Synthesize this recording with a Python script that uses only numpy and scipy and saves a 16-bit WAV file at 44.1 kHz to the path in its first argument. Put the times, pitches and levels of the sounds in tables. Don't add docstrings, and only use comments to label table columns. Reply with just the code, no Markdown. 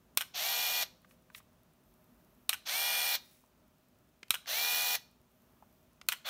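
import sys
import numpy as np
from scipy import signal
from scipy.fft import rfft, irfft, next_fast_len
from scipy.io import wavfile
from scipy.ndimage import map_coordinates

SR = 44100
rng = np.random.default_rng(int(sys.argv[2]) if len(sys.argv) > 2 else 0)


def nominal_scale(level):
    x = np.asarray(level, float) / 20
    return 10 ** x


def wrap_up_sound(samples):
    columns = np.atleast_2d(samples).T
    tamed = np.clip(columns, -1, 1)
    steps = np.round(tamed * 32767).astype(np.int16)
    wavfile.write(sys.argv[1], SR, steps)


N = 277389
T = np.arange(N) / SR

# [f/Hz, level per Hz/dB]
FIZZ_COLOURS = [
    [(4000, -44), (6800, -2.5), (8110, -8), (9050, -4.5), (10100, -10.5), (11100, -6.5), (11700, -2),
     (12300, 5.5), (13400, -4.5), (15100, -1.5), (15800, -15)],
    [(4000, -29), (6800, -9.5), (7590, -8.5), (8230, -8.5), (8490, -2.5), (8990, -1), (10100, -8.5),
     (10900, -5.5), (11600, -8), (12600, 2), (14000, -2), (15000, -3.5), (15800, -15)],
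    [(4000, -45.5), (6800, -1), (7560, 1.5), (8430, -3), (9640, 1.5), (10300, -4.5), (11100, 7), (11700, 1),
     (11900, -2.5), (13200, 8.5), (14000, 7.5), (15000, 9.5), (15800, -9)],
    [(4000, -29), (6800, -3), (8050, -5), (10300, -6), (10900, -2), (14200, -0.5), (15800, -2)],
]
# [f/Hz, level per Hz/dB]
SNAP_COLOUR = [(2940, -37.5), (5000, -3), (5400, 1), (6940, 1.5), (7820, 1), (8490, 6), (10800, 0),
               (12700, 2), (14200, 7.5), (15800, -7.5)]


def unit(x):
    return x / np.sqrt(np.mean(x ** 2) + 1e-20)


def along(points, hz):
    f, v = np.transpose(points)
    return np.interp(np.log(hz + 1), np.log(f + 1), v)


def wobble(rate, t=T):
    return map_coordinates(rng.standard_normal(int(t[-1] * rate) + 4), [t * rate])


def coloured(x, spectrum):
    gain = nominal_scale(along(spectrum, np.fft.rfftfreq(4096, 1 / SR)))
    cepstrum = irfft(np.log(gain + 1e-6))
    cepstrum[1:2048] *= 2
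    cepstrum[2049:] = 0
    response = irfft(np.exp(rfft(cepstrum)))
    return signal.fftconvolve(x, response / np.linalg.norm(response))[:len(x)]


def noise(spectrum):
    return unit(coloured(rng.standard_normal(N), spectrum))


def resonant(x, hz, width):
    return signal.lfilter(*signal.iirpeak(hz, hz / width, SR), x)


def add(track, s, burst):
    part = track[round(s * SR):][:len(burst)]
    part += burst[:len(part)]


def rattle(db, t60, rise):
    t = T[:SR // 10]
    return nominal_scale(db - 60 * t / max(t60, .002)) * (1 - np.exp(-t / rise)) * rng.standard_normal(len(t))


def winding(start, spin, stop, full_hz, creep, slack, gear_db, fizz_db, whine_db, teeth_db, gears, fizz):
    # [multiple of shaft speed, level under the gear noise/dB]
    other_teeth = [(6, -29), (8, -32), (9, -19), (10, -18), (11, -25), (12, -20), (14, -34), (15, -23),
                   (17, -29), (18, -22), (20, -25), (21, -27), (24, -16.5), (28, -27), (31, -26), (36, -14),
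                   (41, -25), (42, -14), (43, -21), (45, -23), (48, -23), (54, -14.5), (60, -22), (61, -23),
                   (66, -19), (69, -20), (70, -20)]
    swells = [(1, .3), (2, .14), (3, .2), (6, .1)]
    # [f/Hz, width/Hz, level/dB]
    housing = [(3484, 120, -0.5), (4212, 540, 2.5), (5691, 400, 1.5), (6215, 250, 4.5)]
    whine_multiple = 30
    t = T[:min(round((stop - start + .06) * SR), N - round(start * SR))]
    clock = start + t
    braked = np.maximum(clock - stop, 0)
    coast_s, bite_s, stall_db_per_s = 0.034, 0.0148, 556.5
    pace = (1 - np.exp(-t / spin)) * np.exp(-braked / coast_s)
    bite = 1 - np.exp(-(np.maximum(t - slack, 0) / bite_s) ** 2)
    strain_db = 3 * np.exp(-np.abs(clock - stop) / 0.0085)
    level = bite * pace ** 0.24 * nominal_scale(gear_db - stall_db_per_s * braked)
    shaft_hz = (full_hz + creep * (t - .35)) / whine_multiple
    turn = 2 * np.pi * np.cumsum(pace * shaft_hz) / SR

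    def shell_db(k):
        return 0.45 * (along(gears, k * pace * shaft_hz) - along(gears, k * shaft_hz))

    def tone(k, db, drift):
        loudness = nominal_scale(db + 0.98 * wobble(15.51, t))
        return loudness * np.sin(k * turn + drift * wobble(29.5, t) + rng.uniform(0, 2 * np.pi))

    def grit():
        throb = sum(depth * np.cos(k * turn + .5 * wobble(15.5, t) + k) for k, depth in swells)
        return (1 + 0.602 * pace * throb) * nominal_scale(1.24 * wobble(900, t)) * rng.standard_normal(len(t))

    teeth = [(k, db + teeth_db) for k, db in other_teeth] + [(whine_multiple, whine_db)]
    tones = sum(tone(k, db + shell_db(k), .1 + k / 130) for k, db in teeth)
    whine = np.sqrt(2) * pace ** 2.7 * tones
    strikes = sum(tone(k, rng.normal(-20, 2), 1.1) for k in np.arange(78, 196, 6))
    rasp = coloured(grit(), gears)
    low = unit(rasp + sum(nominal_scale(db) * resonant(rasp, hz, width) for hz, width, db in housing))
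    sizzle = grit() + pace * strikes
    tilt_s, tilt_takes_s, tilt_db = 3.02, 0.099, -0.5
    tipped = np.clip((clock - tilt_s) / tilt_takes_s, 0, 1) * (start < tilt_s)
    high = np.sqrt(1 - tipped) * unit(coloured(sizzle, fizz))
    high += tipped * nominal_scale(tilt_db) * unit(coloured(sizzle, FIZZ_COLOURS[2]))
    return level * (whine + nominal_scale(strain_db) * (nominal_scale(-2.0) * low + nominal_scale(fizz_db) * pace ** 1.67 * high))


def winder():
    # [start t/s, spin-up/s, brake t/s, full-speed whine f/Hz, its creep/Hz per s]
    runs = [
        (.325, 0.0442, 0.8304, 2423, 32),
        (2.643, 0.0401, 3.1547, 2412, -8.5),
        (4.444, .047, 4.955, 2438, 12),
        (6.235, 0.0408, 6.627, 2444, 4),
    ]
    # [slack before the gears bite/s, gear noise level/dB,
    # then over it: fizz/dB, whine/dB, other teeth/dB]
    heard_runs = [
        (0.0088, -35, -2.5, -8.5, 0),
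        (0.0071, -35, -2, -5, 0.59),
        (0.01734, -34.5, -1.66, -5, 0.22),
        (0.00597, -35.5, -2, -19, -3.52),
    ]
    # [f/Hz, level per Hz/dB]
    gear_colours = [
        [(220, -62), (380, -25), (721, 2), (968, -12), (1040, -7), (1370, -9.5), (1910, -5), (2100, -5),
         (2380, -2.5), (2560, -2.5), (3440, -1), (5100, -7.5), (5490, -5.5), (7200, -16.5), (9360, -46.5),
         (15800, -120)],
        [(220, -63.5), (380, -41), (474, -25), (536, -12.5), (795, -12), (1120, -14.5), (1880, -10),
         (2050, -14), (2350, -5.5), (2590, -12), (3400, -7), (3700, -11), (5490, -13), (7200, -21.5),
         (9360, -48), (15800, -120)],
        [(220, -56), (380, -29.5), (480, -19.5), (669, -11.5), (730, -13.5), (1060, -16.5), (1980, -10),
         (2160, -18), (2380, -8.5), (2590, -10), (4040, -9.5), (5100, -16), (5560, -11.5), (7200, -23),
         (9360, -44), (15800, -120)],
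        [(210, -47.5), (350, -40.5), (588, -2), (927, -9), (1210, -2), (1980, -6.5), (3460, -3), (7200, -25.5),
         (9360, -59.5), (15800, -120)],
    ]
    # [t/s, level/dB, f/Hz, spring level/dB]
    stops = [
        (0.772, -39, 4200, -77),
        (3.102, -31.5, 4030, -57),
        (4.905, -39, 4200, -66),
    ]
    track = np.zeros(N)
    for run, heard, gears, fizz in zip(runs, heard_runs, gear_colours, FIZZ_COLOURS):
        add(track, run[0], winding(*run, *heard, gears, fizz))
    t = T[:SR // 2]
    for s, db, hz, spring_db in stops:
        scrape = rattle(db + 14, 0.5, rise=.02)[:round(.065 * SR)]
        add(track, s, resonant(scrape, hz, 300))
        add(track, s + .05, nominal_scale(spring_db - 60 * t / 0.445) * np.sin(2 * np.pi * 3730 * t))
    return track


def shutter():
    # [t/s, opening level/dB, exposure/s, closing level/dB]
    shots = [
        (0.1733, 1, 0.0355, 0.5),
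        (2.493, -0.3, 0.037, 0.5),
        (4.3058, -0.5, .0360, -1),
        (6.0868, -0.5, 0.0344, 1),
    ]
    # [t after the stroke starts/s, knock level/dB, snap over knock/dB, t60/s]
    open_stroke = [
        (-.002, -57, -4.5, .03),
        (0, -17.5, 3, 0.016),
        (.004, -28.5, -3.5, 0.01),
        (.0085, -32.5, 3, .016),
        (.013, -42, -3.5, .02),
    ]
    close_stroke = [
        (-.004, -43, 1.5, .02),
        (0, -24, -6.5, 0.011),
        (.0042, -30.5, 1, 0.019),
        (.011, -34.5, -4, .035),
        (.02, -45.5, -10, .04),
    ]
    # [f/Hz, level per Hz/dB]
    opening_colour = [(180, -60.5), (300, -33.5), (610, -17.5), (926, -15), (1300, -3.5), (1690, -12),
                      (2440, -0.5), (3190, -4), (4230, -1.5), (4950, -16), (5600, -7), (7280, -36),
                      (12300, -120)]
    closing_colour = [(180, -62), (300, -28.5), (402, -29), (914, -11.5), (1170, -11), (1510, -3.5),
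                      (1770, -6.5), (2720, -6.5), (2960, 2), (4440, -19), (5600, -16), (7280, -45),
                      (12300, -120)]
    # [f/Hz, width/Hz, level/dB]
    shell_modes = [(1499, 68, -3.5), (3069.3, 96, -4.5), (4170, 73, -10.5), (2400, 170, -11)]
    opens, closes, snaps, whirs = np.zeros((4, N))
    for s, open_db, exposure, close_db in shots:
        strokes = ((opens, s, open_db, open_stroke), (closes, s + exposure, close_db, close_stroke))
        for knocks, at, blow_db, stroke in strokes:
            for late, db, snap_db, t60 in stroke:
                add(knocks, at + late, rattle(blow_db + db, t60, rise=0.0001))
                add(snaps, at + late, rattle(blow_db + db + snap_db, 0.69 * t60, rise=0.000095))
        add(whirs, s, rattle(-42.0, 0.2, rise=.003))
        add(snaps, s, rattle(-43.5, 0.22, rise=0.0034))
    blows = closes + .4 * opens
    ring = sum(nominal_scale(db + 11) * resonant(blows, hz, width) for hz, width, db in shell_modes)
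    knocking = coloured(opens + whirs, opening_colour) + coloured(closes, closing_colour)
    return knocking + ring + coloured(snaps, SNAP_COLOUR)


def fingers():
    # [t/s, level/dB, f/Hz, width/Hz, snap over tap/dB]
    shell_taps = [(1.046, -43, 1100, 895, -29), (1.110, -48.5, 1690, 1752, -18.5),
                  (1.301, -43.5, 1276, 800, -21), (1.348, -32.5, 2330, 1720, -21),
                  (1.402, -46, 1200, 1200, -24), (3.438, -51, 1000, 400, -29.5),
                  (4.230, -33.5, 2097, 2705, -16), (4.2825, -52.5, 2618, 2000, -15.5),
                  (4.4584, -37.5, 1880, 2000, -19), (5.624, -38.5, 845, 345, -21),
                  (6.014, -35, 1933, 2600, -17.5)]
    # [t/s, level/dB]
    latches = [
        (.150, -59),
        (3.461, -63.5),
        (4.2825, -55),
        (4.296, -56.5),
        (6.066, -60),
    ]
    # [t/s, level/dB, first f/Hz, t60/s]
    jolts = [
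        (4.304, -46.5, 210, 0.077),
        (4.228, -54, 470, 0.053),
        (2.492, -68, 200, 0.058),
        (5.2, -59, 160, 0.12),
        (.172, -65.5, 220, 0.047),
    ]
    # [peak t/s, level/dB, rise/s, fall/s]
    rubs = [
        (1.114, -68, 0.041, 0.0442),
        (1.378, -52, 0.0345, 0.018),
        (3.29, -65.5, .13, 0.162),
    ]
    # [f/Hz, level per Hz/dB]
    skin_colour = [(470, -40.5), (800, -15), (1110, -16), (1950, -5.5), (4740, -11), (5440, -6.5),
                   (7450, -8.5), (9450, -7), (16000, -4)]
    taps, snaps, t = np.zeros(N), np.zeros(N), T[:SR // 10]
    for s, db, hz, width, snap_db in shell_taps:
        t60 = .034 / (1 + width / 2900)
        tap = resonant(rattle(db + 4.5, t60, rise=0.00017), hz, width)
        add(taps, s, resonant(tap, hz, 2 * width))
        add(snaps, s, rattle(db + snap_db - 9.5, 0.14 * t60, rise=0.000197))
    for s, db in latches:
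        add(snaps, s, rattle(db, 0.0087, rise=.0002))
    for s, db, hz, t60 in jolts:
        add(taps, s, nominal_scale(db - 60 * t / t60) * np.sin(2 * np.pi * hz * t / (1 + t / 0.019)))
    slide = np.zeros(N)
    for s, db, rise, fall in rubs:
        from_peak = (T - s) / np.where(T < s, rise, fall)
        slide += nominal_scale(db - 12 * from_peak ** 2)
    return taps + coloured(snaps, SNAP_COLOUR) + slide * nominal_scale(1.1 * wobble(150)) * noise(skin_colour)


def charger():
    # [first t/s, last t/s, level/dB]
    ticking = [
        (1.0188, 2.42, -62),
        (3.476, 4.2, -64.5),
        (5.113, 6.05, -63),
    ]
    # [from t/s, to t/s, level/dB]
    whispers = [
        (1.85, 2.48, -79.5),
        (5.3, 5.849, -81),
    ]
    tick_s = .1024
    ticks = np.zeros(N)
    for first, last, db in ticking:
        for s in np.arange(first, last, tick_s):
            add(ticks, s, rattle(db + 8.0 + rng.normal(0, 1), .004, rise=.0001))
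    spells = sum(nominal_scale(db) * ((T > first) & (T < last)) for first, last, db in whispers)
    hiss = unit(resonant(resonant(rng.standard_normal(N), 13500, 4000), 13500, 5000))
    return resonant(ticks, 13000, 7000) + spells * hiss


def room(x):
    # [f/Hz, t60/s]
    decays = [(400, 0.5), (2000, 0.35), (5000, 0.44), (9000, 0.29), (14000, 0.26)]
    hz, t, z = signal.stft(rng.standard_normal(SR // 2), SR, nperseg=256)
    fading = nominal_scale(-60 * t / along(decays, hz)[:, None])
    tail = signal.istft(z * fading, SR, nperseg=256)[1]
    delayed = np.pad(x, (200, 0))
    return signal.fftconvolve(delayed, tail / np.linalg.norm(tail))[:N]


def air():
    # [t/s, level/dB]
    murmur = [(0, 0.5), (1.2, 1), (1.8, 0.38), (2.45, 1.5), (3.6, 0), (5.2, -0.5), (5.7, 2), (6.29, -0.5)]
    # [f/Hz, width/Hz, level/dB]
    appliance = [(251.7, 16, -78), (618.4, 19, -81.5), (151, 28, -78.5)]
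    # [from t/s, to t/s, f/Hz, width/Hz, level/dB]
    drones = [
        (0.59, 1.394, 518, 3.9, -77),
        (-.4, 1.7, 178, 28, -75.5),
        (4.5, 5.0, 244, 6.9, -69.5),
    ]
    # [f/Hz, level per Hz/dB]
    rumble_colour = [(15, -37), (25, -5.5), (53, -2), (168, -7), (247, -1), (276, -23.5), (303, -6),
                     (344, -16.5), (370, -4), (398, -13.5), (544, -14.5), (630, -11.5), (730, -15.5),
                     (1290, -17), (2000, -26.5), (2600, -60), (4400, -120)]
    hiss_colour = [(880, -23.5), (1500, -7), (1740, -3.5), (2550, 1), (4780, -4.5), (6110, -3.5),
                   (7740, -6.5), (11500, -7), (12600, -2.5), (14000, -5), (15100, 0), (15700, -5)]
    swell_db = np.interp(T, *np.transpose(murmur))
    hums = sum(nominal_scale(db) * unit(resonant(rng.standard_normal(N), hz, width)) for hz, width, db in appliance)
    for first, last, hz, width, db in drones:
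        passing = np.exp(-((2 * T - first - last) / (last - first)) ** 4)
        hums += nominal_scale(db) * passing * unit(resonant(rng.standard_normal(N), hz, width))
    rumble = nominal_scale(-70 + swell_db + 1.3 * wobble(6.7)) * noise(rumble_colour)
    hiss = nominal_scale(-76 + .6 * swell_db) * noise(hiss_colour)
    return rumble + hums + hiss


def scene():
    motor, clicks = winder(), shutter() + fingers()
    echo = nominal_scale(-21) * room(motor) + nominal_scale(-19.0) * room(clicks)
    return (motor + clicks + echo + charger() + air())[None]


def low_pass(x):
    return signal.sosfilt(signal.butter(12, 16990, fs=SR, output="sos"), x)


def record(dry):
    # [f/Hz, level/dB]
    mic_response = [(12, -40), (30, -16), (45, 0), (15750, 0), (15950, -35), (17000, -50)]
    size = next_fast_len(N + 8192)
    gain = nominal_scale(along(mic_response, np.fft.rfftfreq(size, 1 / SR)))
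    heard = irfft(rfft(dry, size) * gain, size)[:, :N]
    return low_pass(heard)


dry = scene()
out = record(dry)
wrap_up_sound(out)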